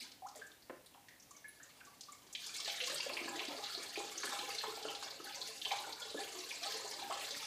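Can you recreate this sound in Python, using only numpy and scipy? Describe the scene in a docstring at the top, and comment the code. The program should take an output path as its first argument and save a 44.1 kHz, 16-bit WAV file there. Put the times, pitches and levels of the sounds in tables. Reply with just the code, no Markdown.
"""Clay slip (runny clay) is scooped from a plastic bucket with a jug and poured over a pot held above it.
First the jug drains and drips, and there is one dull knock. A thin trickle follows, and from about
2.3 seconds a thick stream runs off the pot: trapped air rings as low gulps, small bubbles and fine
spatter, while globs plop and splash. Every pop rattles round the bucket, rings the air inside it and
fades in a small workshop, over a faint hiss."""
import sys
import numpy as np
from scipy import signal
from scipy.fft import rfft, irfft
from scipy.io import wavfile
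from scipy.ndimage import uniform_filter1d

SR = 44100
rng = np.random.default_rng(int(sys.argv[2]) if len(sys.argv) > 2 else 0)


def file_out(sig):
    """Save sig as 16-bit WAV at sys.argv[1]."""
    # one column per channel
    cols = np.atleast_2d(sig).T
    # limit, then scale
    lim = np.clip(cols, -1, 1)
    pcm = np.round(lim * 32767).astype(np.int16)
    wavfile.write(sys.argv[1], SR, pcm)


N = 328986

# Thick globs that land in the bucket. Each row: start in seconds, pitch in Hz, relative plop level in dB,
# rough ring length in cycles, relative level of the churning in dB, its fade time in seconds.
GLOBS = [(.354, 610, -56, 9.7, -57.5, 0.1), (2.677, 630, -47, 5.6, -72, .05),
         (2.815, 496, -50, 26, -70, .14), (2.897, 563, -49.5, 15, -68, .08),
         (2.932, 573, -53.5, 8.4, -66, .04), (3.063, 545, -42.5, 9.8, -45, 0.12),
         (3.213, 354, -49.5, 7.9, -63, .06), (3.255, 320, -49, 7.8, -52.5, .13),
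         (3.29, 252, -56.5, 6.8, -62, .05), (3.344, 330, -50.5, 4.9, -57, .15),
         (3.479, 304, -49, 6.8, -58, .3), (3.505, 696, -49, 7.3, -58, .3),
         (3.775, 376, -52.5, 8.2, -56, .038), (3.975, 434, -43.5, 3.4, -63, 0.049),
         (4.002, 800, -49, 3.2, -62, .05), (4.239, 375, -53, 5.3, -45.5, 0.12),
         (4.285, 252, -57.5, 7.3, -65, .05), (4.637, 414, -54, 8.8, -42.5, 0.068),
         (4.678, 421, -51.5, 13, -63, 0.18), (4.774, 707, -50, 8.3, -60, .06),
         (4.851, 410, -50, 2.8, -43, 0.047), (5.199, 370, -53.5, 4.6, -56, .25),
         (5.668, 710, -56, 11, -65, .04), (5.714, 810, -39, 9.3, -52, .12),
         (5.732, 840, -42.5, 4.5, -60, .1), (5.872, 705, -51.5, 3.6, -53, .03),
         (6.145, 406, -43, 3, -66, .12), (6.155, 270, -55, 4.3, -66, .05), (6.648, 770, -51, 19, -62, .1),
         (6.685, 420, -60, 10, -55, 0.13), (6.745, 424, -56.5, 7.4, -52, .1),
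         (6.846, 740, -52, 13, -47, 0.03), (7.016, 770, -49.5, 11, -49, 0.1),
         (7.104, 782, -42, 9, -63, .04), (7.16, 530, -53, 8.5, -65, .05), (7.305, 467, -61, 6, -66, .06)]


def stream():
    """Falling slip folds air under, froths and throws spatter; globs churn it and splashes stir it up."""
    # Air folded under as low gulps. Each row: time in seconds, relative level in dB.
    folded_air = [(2.4, -70), (2.65, -61), (2.9, -50), (3.3, -50), (3.7, -49), (3.94, -59), (4.2, -49),
                  (4.4, -47.5), (4.6, -58.5), (4.75, -51.5), (5.0, -56), (5.4, -51.5), (5.63, -58),
                  (5.85, -50), (6.4, -57), (6.5, -52.5), (6.8, -52.5), (7.46, -52.5)]
    # Strength of the stream. Each row: time in seconds, relative levels of froth and of spatter in dB.
    flow = [(2.4, -45, -60.5), (2.51, -47.5, -58), (2.55, -48.5, -61), (2.86, -48, -55), (3.19, -52.5, -60),
            (3.39, -51, -61), (4.27, -49.5, -57.5), (4.44, -49, -57.5), (4.92, -53.5, -62),
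            (5.08, -53, -63.5), (5.29, -57, -65), (5.5, -54.5, -58), (5.9, -56.5, -62), (5.99, -55, -64),
            (6.53, -53, -57.5), (6.7, -53, -58.5), (7.05, -51.5, -59.5), (7.46, -48.5, -56)]
    # The stream nearly breaks. Each row: time in seconds, half the length in seconds, level change in dB.
    stalls = [(3.923, 0.03, -2), (4.153, 0.038, -4.5), (5.19, 0.037, -5), (5.56, 0.044, -3.5),
              (5.95, 0.035, -5)]
    # Wet splashes. Each row: start in seconds, relative level in dB, fade time in seconds.
    splashes = [(0, -44.5, 0.042), (.35, -60, 0.11), (2.645, -49, 0.084), (2.865, -42.5, 0.033),
                (4.255, -41, .018), (4.49, -43.5, 0.031), (4.76, -47, 0.023), (5.026, -47, 0.058),
                (5.243, -51, 0.14), (5.345, -45.5, .021), (5.65, -48.5, 0.2), (5.997, -47.5, 0.066),
                (6.19, -44.5, 0.047), (6.325, -51, .074), (6.63, -43, 0.079), (6.705, -45, 0.059),
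                (7.209, -51, .03), (7.31, -49, .03)]

    gulps = swarm(108.8, 1445, per_s=220, cycles=17, spread_db=8, rise=.028, scatter=.68)
    bubbles = swarm(1430, 5450, per_s=700, cycles=12.5, spread_db=17.5, rise=.018, scatter=.9)
    spatter = swarm(5440, 13800, per_s=800, cycles=10.2, spread_db=16.5, rise=.047, scatter=.9)

    # The curves below set how loud those three layers are at each moment.
    pour_start_s = 2.338
    stalling = undb(sum(db * bump(s, half_s) for s, half_s, db in stalls))
    running = stalling * ramp(pour_start_s, length_s=.09)
    running *= lumps(per_s=22, decay_s=.022, spread_db=12, steady=.9)
    folding = running * undb(curve(folded_air, column=1))
    # The froth builds slowly, so the stream starts thin and high, then gains body.
    froth = running * undb(curve(flow, column=1)) * ramp(pour_start_s, length_s=.35)
    spray = running * undb(curve(flow, column=2))
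    trickle = ramp(start_s=.91, length_s=1) * lumps(per_s=12, decay_s=.043, spread_db=12, steady=.21)
    churn = surges([(s, db, decay_s) for s, _, _, _, db, decay_s in GLOBS])
    splash = surges(splashes)
    return (gulps * combine((folding, -8), (churn, -7), (splash, -14), (trickle, -77))
            + bubbles * combine((froth, -2), (splash, -3.5), (trickle, -73))
            + spatter * combine((spray, 4.5), (splash, -6), (trickle, -73)))


def swarm(low_hz, high_hz, per_s, cycles, spread_db, rise, scatter, spot_count=16):
    """Many bubbles burst at several spots where the stream lands; the average level is 1."""
    # Tone of the stream. Each row: frequency in Hz, boost or cut in dB.
    stream_tone = [(40, -28), (90, -10), (170, -12), (290, -5.5), (500, 1.5), (900, 1), (1400, -4),
                   (1950, -5.5), (2500, -5), (3500, -2), (4700, 0), (5600, -12), (7300, -14.5),
                   (9000, -19.5), (12000, -25), (15000, -22)]
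    spots = np.zeros((spot_count, N))
    # Each lump of slip favours one bubble size; a scatter of 1 spreads sizes over the whole range.
    favoured = wander(per_s=16)
    for k, (when, up, down, force) in enumerate(rng.random((int(per_s * N / SR), 4))):
        smallness = (favoured[int(when * N)] / 2 + scatter * (up - down)) % 1
        hz = low_hz * (high_hz / low_hz) ** smallness
        # Small bubbles die sooner, so they are given a higher peak.
        peak = hz * undb(spread_db * force ** 2)
        add(spots[k % spot_count], when * N / SR, bubble(hz, cycles, rise) * peak)
    bounced = sum(walls(spot)[:N] for spot in spots)
    return unit(colour(bounced, stream_tone))


def bubble(hz, cycles, rise):
    """A pocket of air rings briefly in the thick slip, its pitch rising as it comes to the surface."""
    life_s = max(cycles, .5) / (np.pi * hz)
    age = np.arange(int(6 * life_s * SR) + 4) / (life_s * SR)
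    pitch = np.minimum(hz * (1 + rise * (age - .5)), SR / 2)
    swell = 1 - np.exp(-age / .25)
    size = np.sin(2 * np.pi * np.cumsum(pitch) / SR) * np.exp(-age) * swell
    # It is the change in size that pushes the air, so there is little sound below the note.
    return np.diff(size, prepend=0) * SR / (2 * np.pi * hz)


def lumps(per_s, decay_s, spread_db, steady):
    """A loudness curve for slip falling unevenly: small lumps, loosely spaced, on a steady thread."""
    lateness, size = rng.random((int(per_s * N / SR), 2)).T
    hits = np.zeros(N)
    for k in range(len(size)):
        add(hits, (k + lateness[k]) / per_s, undb([spread_db * (size[k] - 1)]))
    fading_hits = signal.lfilter([1], [1, -np.exp(-1 / (decay_s * SR))], hits)
    return unit(steady + fading_hits)


def pops():
    """Single drips and bursting bubbles stand out, each with a short ping."""
    # Each row: start in seconds, pitch in Hz, relative level in dB, rough ring length in cycles.
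    drips = [(.027, 4050, -52.5, 7.6), (0.117, 4030, -55.5, 2.3), (.268, 6400, -58.5, 7),
             (0.286, 4970, -55.5, 2.5), (0.358, 6660, -55.5, 2.6), (.374, 7360, -57, 6),
             (.415, 1600, -48.5, 14), (.467, 6900, -60, 4), (0.517, 3680, -61, 3.5), (.622, 4520, -63, 9.1),
             (0.86, 9200, -62.5, 7), (0.862, 4000, -62, 7.4), (.94, 2900, -66.5, 5.1),
             (.947, 910, -63, 9.1), (1.084, 1860, -57.5, 18), (1.085, 3320, -61, 0.73),
             (1.106, 2040, -69, 12), (1.199, 5760, -59.5, 6), (1.225, 6220, -61, 6),
             (1.307, 1120, -60.5, 27), (1.309, 6440, -55.5, 4.7), (1.346, 2220, -68, 60),
             (1.366, 6000, -56.5, 12), (1.443, 1705, -54, 21), (1.446, 2190, -61, 30),
             (1.483, 10240, -54, 17), (1.6, 1530, -58.5, 9.2), (1.612, 1850, -62, 73),
             (1.631, 6900, -54, 7.9), (1.7, 2210, -69, 11), (1.804, 2500, -62, 5.8),
             (1.809, 1480, -56, 8.1), (1.85, 6200, -59.5, 3.7), (1.869, 1143, -60, 35),
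             (2.009, 5000, -49, 2.2), (2.033, 4540, -55.5, 4.3), (2.083, 1157, -53.5, 19),
             (2.125, 2190, -66, 30), (2.121, 7200, -53, 6.2), (2.328, 6560, -49, 4.3),
             (2.351, 2430, -48.5, 8.1), (2.35, 3350, -42, 3.5), (2.417, 1400, -62.5, 1.9),
             (2.442, 4300, -49, 3.6), (2.465, 7200, -49, 3.3), (2.491, 2420, -53, 22),
             (2.493, 1240, -59.5, 4.2), (2.55, 2190, -58, 82), (2.565, 6950, -45.5, 4.2),
             (2.582, 5130, -46, 13), (2.592, 1190, -56, 7.4), (2.602, 4200, -42.5, 2.2),
             (2.646, 4400, -43, 4.8), (2.678, 3050, -41.5, 2.7), (2.697, 3000, -41, 2.3),
             (2.803, 2700, -39, 5.1), (2.837, 2800, -42.5, 2.5), (2.872, 4600, -41.5, 3.8),
             (2.875, 1080, -56, 18), (2.898, 4440, -45, 3.5), (2.9, 1720, -50, 7.5),
             (2.944, 8200, -42.5, 5.2), (2.979, 4750, -44.5, 5.9), (3.002, 2650, -41.5, 4.3),
             (3.003, 4730, -40.5, 9.7), (3.094, 2550, -45.5, 6.7), (3.096, 1130, -50.5, 6),
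             (3.135, 4550, -44, 6.7), (3.169, 2330, -39.5, 6), (3.174, 1000, -52, 4),
             (3.19, 2250, -44.5, 7.9), (3.277, 1670, -49.5, 32), (3.279, 1010, -49.5, 4),
             (3.289, 7340, -47, 17), (3.394, 2580, -41, 3.4), (3.451, 3530, -47, 0.8),
             (3.509, 3800, -56, 2.3), (3.573, 4670, -51, 8), (3.639, 3920, -43.5, 7), (3.66, 4000, -45, 10),
             (3.748, 4150, -42.5, 16), (3.831, 8560, -51, 7.7), (3.957, 2440, -44, 9.6),
             (4.041, 440, -60, 13), (4.178, 6200, -41.5, 11), (4.233, 1370, -42, 3),
             (4.254, 8600, -47.5, 6), (4.27, 1470, -45.5, 5.4), (4.324, 1090, -45, 2.8),
             (4.389, 3080, -48, 2.5), (4.481, 806, -50.5, 9.2), (4.584, 4140, -39, 9),
             (4.637, 1040, -45.5, 1.9), (4.72, 433, -58, 15), (4.827, 4140, -47.5, 3),
             (4.884, 2940, -45.5, 13), (4.886, 956, -55.5, 11), (4.899, 434, -61, 15),
             (4.95, 3580, -44.5, 2.2), (5.025, 1010, -49.5, 2.4), (5.026, 4100, -49, 2.7),
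             (5.107, 4270, -48, 7), (5.199, 1230, -53, 5.4), (5.243, 815, -58.5, 37),
             (5.244, 10300, -54, 6), (5.269, 1520, -50, 16), (5.356, 6000, -47.5, 14),
             (5.415, 4150, -42, 11), (5.616, 3330, -43, 4.2), (5.65, 3100, -38, 4.3), (5.709, 2280, -42, 7),
             (5.717, 3640, -40, 2.9), (5.785, 3920, -44, 7), (5.839, 1476, -51, 15), (5.925, 4370, -44, 5),
             (6.006, 1440, -53.5, 55), (6.019, 3330, -47.5, 20), (6.172, 1690, -50.5, 26),
             (6.189, 760, -49.5, 11), (6.203, 436, -54, 13), (6.335, 360, -56.5, 30),
             (6.507, 2380, -43.5, 7.5), (6.654, 1255, -52.5, 12), (6.722, 4200, -43, 4.2),
             (6.877, 6500, -48, 8.4), (6.938, 4360, -48, 5), (7.11, 1120, -43.5, 6.8),
             (7.208, 2340, -48.5, 2), (7.308, 4260, -44, 3.6), (7.345, 1950, -49.5, 6.6)]
    out = np.zeros(N)
    for s, hz, db, cycles in drips:
        pop = burst(hz, .99 * cycles, rise=.0092, snap_db=-24, band_ratio=2.03, direct=.42)
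        add(out, s, pop * undb(db - 1))
    return out


def globs():
    """Each thick glob lands with a low plop."""
    out = np.zeros(N)
    for s, hz, db, cycles, _, _ in GLOBS:
        plop = burst(hz, .94 * cycles, rise=.023, snap_db=-11, band_ratio=2.3, direct=.78)
        add(out, s, plop * undb(db - 1))
    return out


def burst(hz, cycles, rise, snap_db, band_ratio, direct, late_db=-7):
    """A quick snap and the ring of its bubble; the loudest moment has level 1."""
    ping = walls(bubble(hz, cycles, rise), bounce_s=.009, direct=direct, late_db=late_db)
    snap = bubble(min(1.4 * hz, SR / 4), cycles=1, rise=0)
    snap = walls(snap, bounce_s=.006, direct=direct, late_db=late_db)
    # The snap is 1 dB softer each time the ring length doubles.
    hardness = undb(snap_db - np.log2(max(cycles, 1) / 3.1))
    add(ping, 0, snap * np.abs(ping).max() / np.abs(snap).max() * hardness)
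    # The thick slip softens each burst, so it stays near its own note.
    band_hz = [hz / band_ratio, min(hz * band_ratio, SR / 2 - 1000)]
    ping = signal.sosfilt(signal.butter(2, band_hz, "bandpass", fs=SR, output="sos"), ping)
    power = uniform_filter1d(ping ** 2, size=440, mode="constant")
    return ping / np.sqrt(power.max())


def gloops():
    """Fat air pockets come to the surface one by one."""
    # Each row: start in seconds, pitch in Hz, level in dB, seconds held, seconds sweeping up,
    # amount of flutter from 0 to 1.
    air_pockets = [(.221, 758, -50.5, .031, 0.024, 0.15), (7.099, 723, -46, 0.0043, 0.0239, 0.5)]
    out = np.zeros(N)
    for s, hz, db, held_s, sweep_s, flutter in air_pockets:
        add(out, s, gloop(hz, held_s, sweep_s, flutter) * undb(db))
    return out


def gloop(hz, held_s, sweep_s, flutter, edge_s=.0016, wobble=.04, fade_db=-2.5, echo_db=-9):
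    """A big bubble holds a wobbly note, then slides up an octave as it opens; its thick skin flutters."""
    t = np.arange(int((held_s + sweep_s) * SR)) / SR
    opening = np.clip((t - held_s) / sweep_s, 0, 1)
    edges = np.clip(np.minimum(t, t[-1] - t) / edge_s, 0, 1)
    pitch = hz * 2 ** opening * (1 + wobble * wander(per_s=308)[:len(t)])
    skin = 1 + flutter * wander(per_s=600)[:len(t)]
    note = np.sin(2 * np.pi * np.cumsum(pitch) / SR) * edges * skin * undb(fade_db * opening)
    out = undb(echo_db) * signal.fftconvolve(note, tail(length_s=.08))
    add(out, 0, note)
    return out


def walls(x, bounce_s=.012, direct=.38, onset_s=.00055, late_db=-5.5):
    """Sound bounces between the bucket walls and leaks away; each spot has its own pattern of echoes."""
    t = np.arange(int(3 * bounce_s * SR)) / SR
    early = rng.standard_normal(len(t)) * (1 - np.exp(-t / onset_s)) * np.exp(-(t / bounce_s) ** 2 / 2)
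    echoes = undb(late_db) * tail(length_s=.34)
    add(echoes, 0, unit(early) / np.sqrt(len(t)))
    echoes[0] += direct  # the part that comes straight past the rim
    return signal.oaconvolve(x, echoes)


def bucket(x, drift=.004, ring_db=-1):
    """The air in the bucket rings at its own notes, which drift as pot and jug move over its mouth."""
    # Each row: pitch in Hz, width in Hz (narrow notes ring longer), relative level in dB.
    air_notes = [(295, 50, -1), (433, 24, 6.5), (545, 55, -7), (801, 26, 6), (1030, 70, -1), (1150, 20, -7),
                 (1264, 20, 2), (1722, 26, 5.5), (2163, 24, 3.5), (2283, 34, 1), (2729, 20, 2),
                 (3101, 36, -1), (3400, 140, -3), (4100, 1200, -17)]
    drifting_time = np.cumsum(1 + drift * wander(per_s=5)) / SR
    rings = 0
    for hz, width, db in air_notes:
        # Shift the note down to 0 Hz, smooth it so that it lingers, then shift it back.
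        spin = np.exp(2j * np.pi * hz * drifting_time)
        decay = np.exp(-np.pi * width / SR)
        lingering = signal.lfilter([1 - decay], [1, -decay], x * spin.conj())
        rings += undb(db) * 2 * (spin * lingering).real
    return x + undb(ring_db) * rings


def knock(start_s=.697):
    """A dull knock, probably jug against pot; it is above the bucket, so it has little ring."""
    # Each row: pitch in Hz, level in dB, ring length in cycles.
    knock_notes = [(325, -51.5, 3.7), (485, -50.5, 5.4), (940, -48, 1.1)]
    out = np.zeros(N)
    for hz, db, cycles in knock_notes:
        note = burst(hz, cycles, rise=0, snap_db=-16, band_ratio=2.5, direct=.45, late_db=-17)
        add(out, start_s, note * undb(db))
    return out


def workshop(x, echo_db=-7, delay_s=.018):
    """The cluttered room adds a short echo with softer treble."""
    echo = np.zeros(N)
    add(echo, delay_s, signal.fftconvolve(x, tail(length_s=.41))[:N])
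    return x + undb(echo_db) * colour(echo, [(250, 1.5), (1500, 2), (6000, -.5), (14000, -7)])


def hiss(level_db=-65):
    """A faint, steady hiss fills the workshop."""
    # Each row: frequency in Hz, boost or cut in dB.
    hiss_tone = [(15, -40), (25, -16.5), (69, -3.5), (140, -2.5), (224, -3), (286, .5), (363, -6.5),
                 (709, -4.5), (1350, -13), (1810, -9.5), (4260, -12.5), (15000, -15)]
    return unit(colour(rng.standard_normal(N), hiss_tone)) * undb(level_db)


def tail(length_s):
    """A dense wash of echoes that fades by 60 dB over its length."""
    t = np.arange(int(length_s * SR) + 2) / SR
    echoes = rng.standard_normal(len(t)) * np.exp(-np.log(1000) * t / length_s)
    return echoes / np.sqrt(np.sum(echoes ** 2))


def surges(rows, attack_s=.0012):
    """A loudness curve made of swells that rise quickly and die away."""
    t, power = np.arange(N) / SR, np.zeros(N)
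    for s, db, decay_s in rows:
        age = np.maximum(t - s, 0)
        power += (undb(db) * np.minimum(age / attack_s, 1) * np.exp(-age / decay_s)) ** 2
    return np.sqrt(power)


def combine(*causes):
    """Add up the power of separate causes, each a loudness curve with a gain in dB."""
    return np.sqrt(sum((loudness * undb(db)) ** 2 for loudness, db in causes))


def ramp(start_s, length_s):
    """Rise from 0 to 1 and stay there."""
    return np.clip((np.arange(N) / SR - start_s) / length_s, 0, 1)


def bump(s, half_s):
    """A smooth bump of height 1 around a moment."""
    return np.exp(-np.minimum(((np.arange(N) / SR - s) / half_s) ** 2, 20))


def wander(per_s):
    """Glide between random values, per_s of them each second."""
    points = rng.standard_normal(int(per_s * N / SR) + 2)
    return np.interp(np.arange(N) * per_s / SR, np.arange(len(points)), points)


def curve(table, column):
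    """Join one column of a table with straight lines over time."""
    rows = np.array(table)
    return np.interp(np.arange(N) / SR, rows[:, 0], rows[:, column])


def colour(x, points):
    """Shape the tone of a sound; each point is a frequency in Hz and a boost or cut in dB."""
    hz, db = np.transpose(points)
    freqs = np.maximum(np.arange(N // 2 + 1) * SR / N, 1)
    gain = undb(np.interp(np.log(freqs), np.log(hz), db))
    return irfft(rfft(x) * gain, N)


def add(out, s, sound):
    """Mix a sound in, starting at s seconds."""
    i = max(int(s * SR), 0)
    out[i:i + len(sound)] += sound[:max(N - i, 0)]


def undb(db):
    """Turn decibels into a number to multiply by."""
    return 10 ** (np.asarray(db) / 20)


def unit(x):
    """Scale to an average (rms) level of 1."""
    return x / np.sqrt(np.mean(x ** 2) + 1e-20)


def scene():
    """Drips and stream in the bucket and a knock above it, all in the room."""
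    liquid = pops() + globs() + gloops() + stream()
    return (workshop(bucket(liquid) + knock()) + hiss())[None]


def record(dry, top_hz=15250):
    """Cut off the very highest treble."""
    return signal.sosfilt(signal.ellip(12, .1, 70, top_hz, fs=SR, output="sos"), dry)


dry = scene()
out = record(dry)
file_out(out)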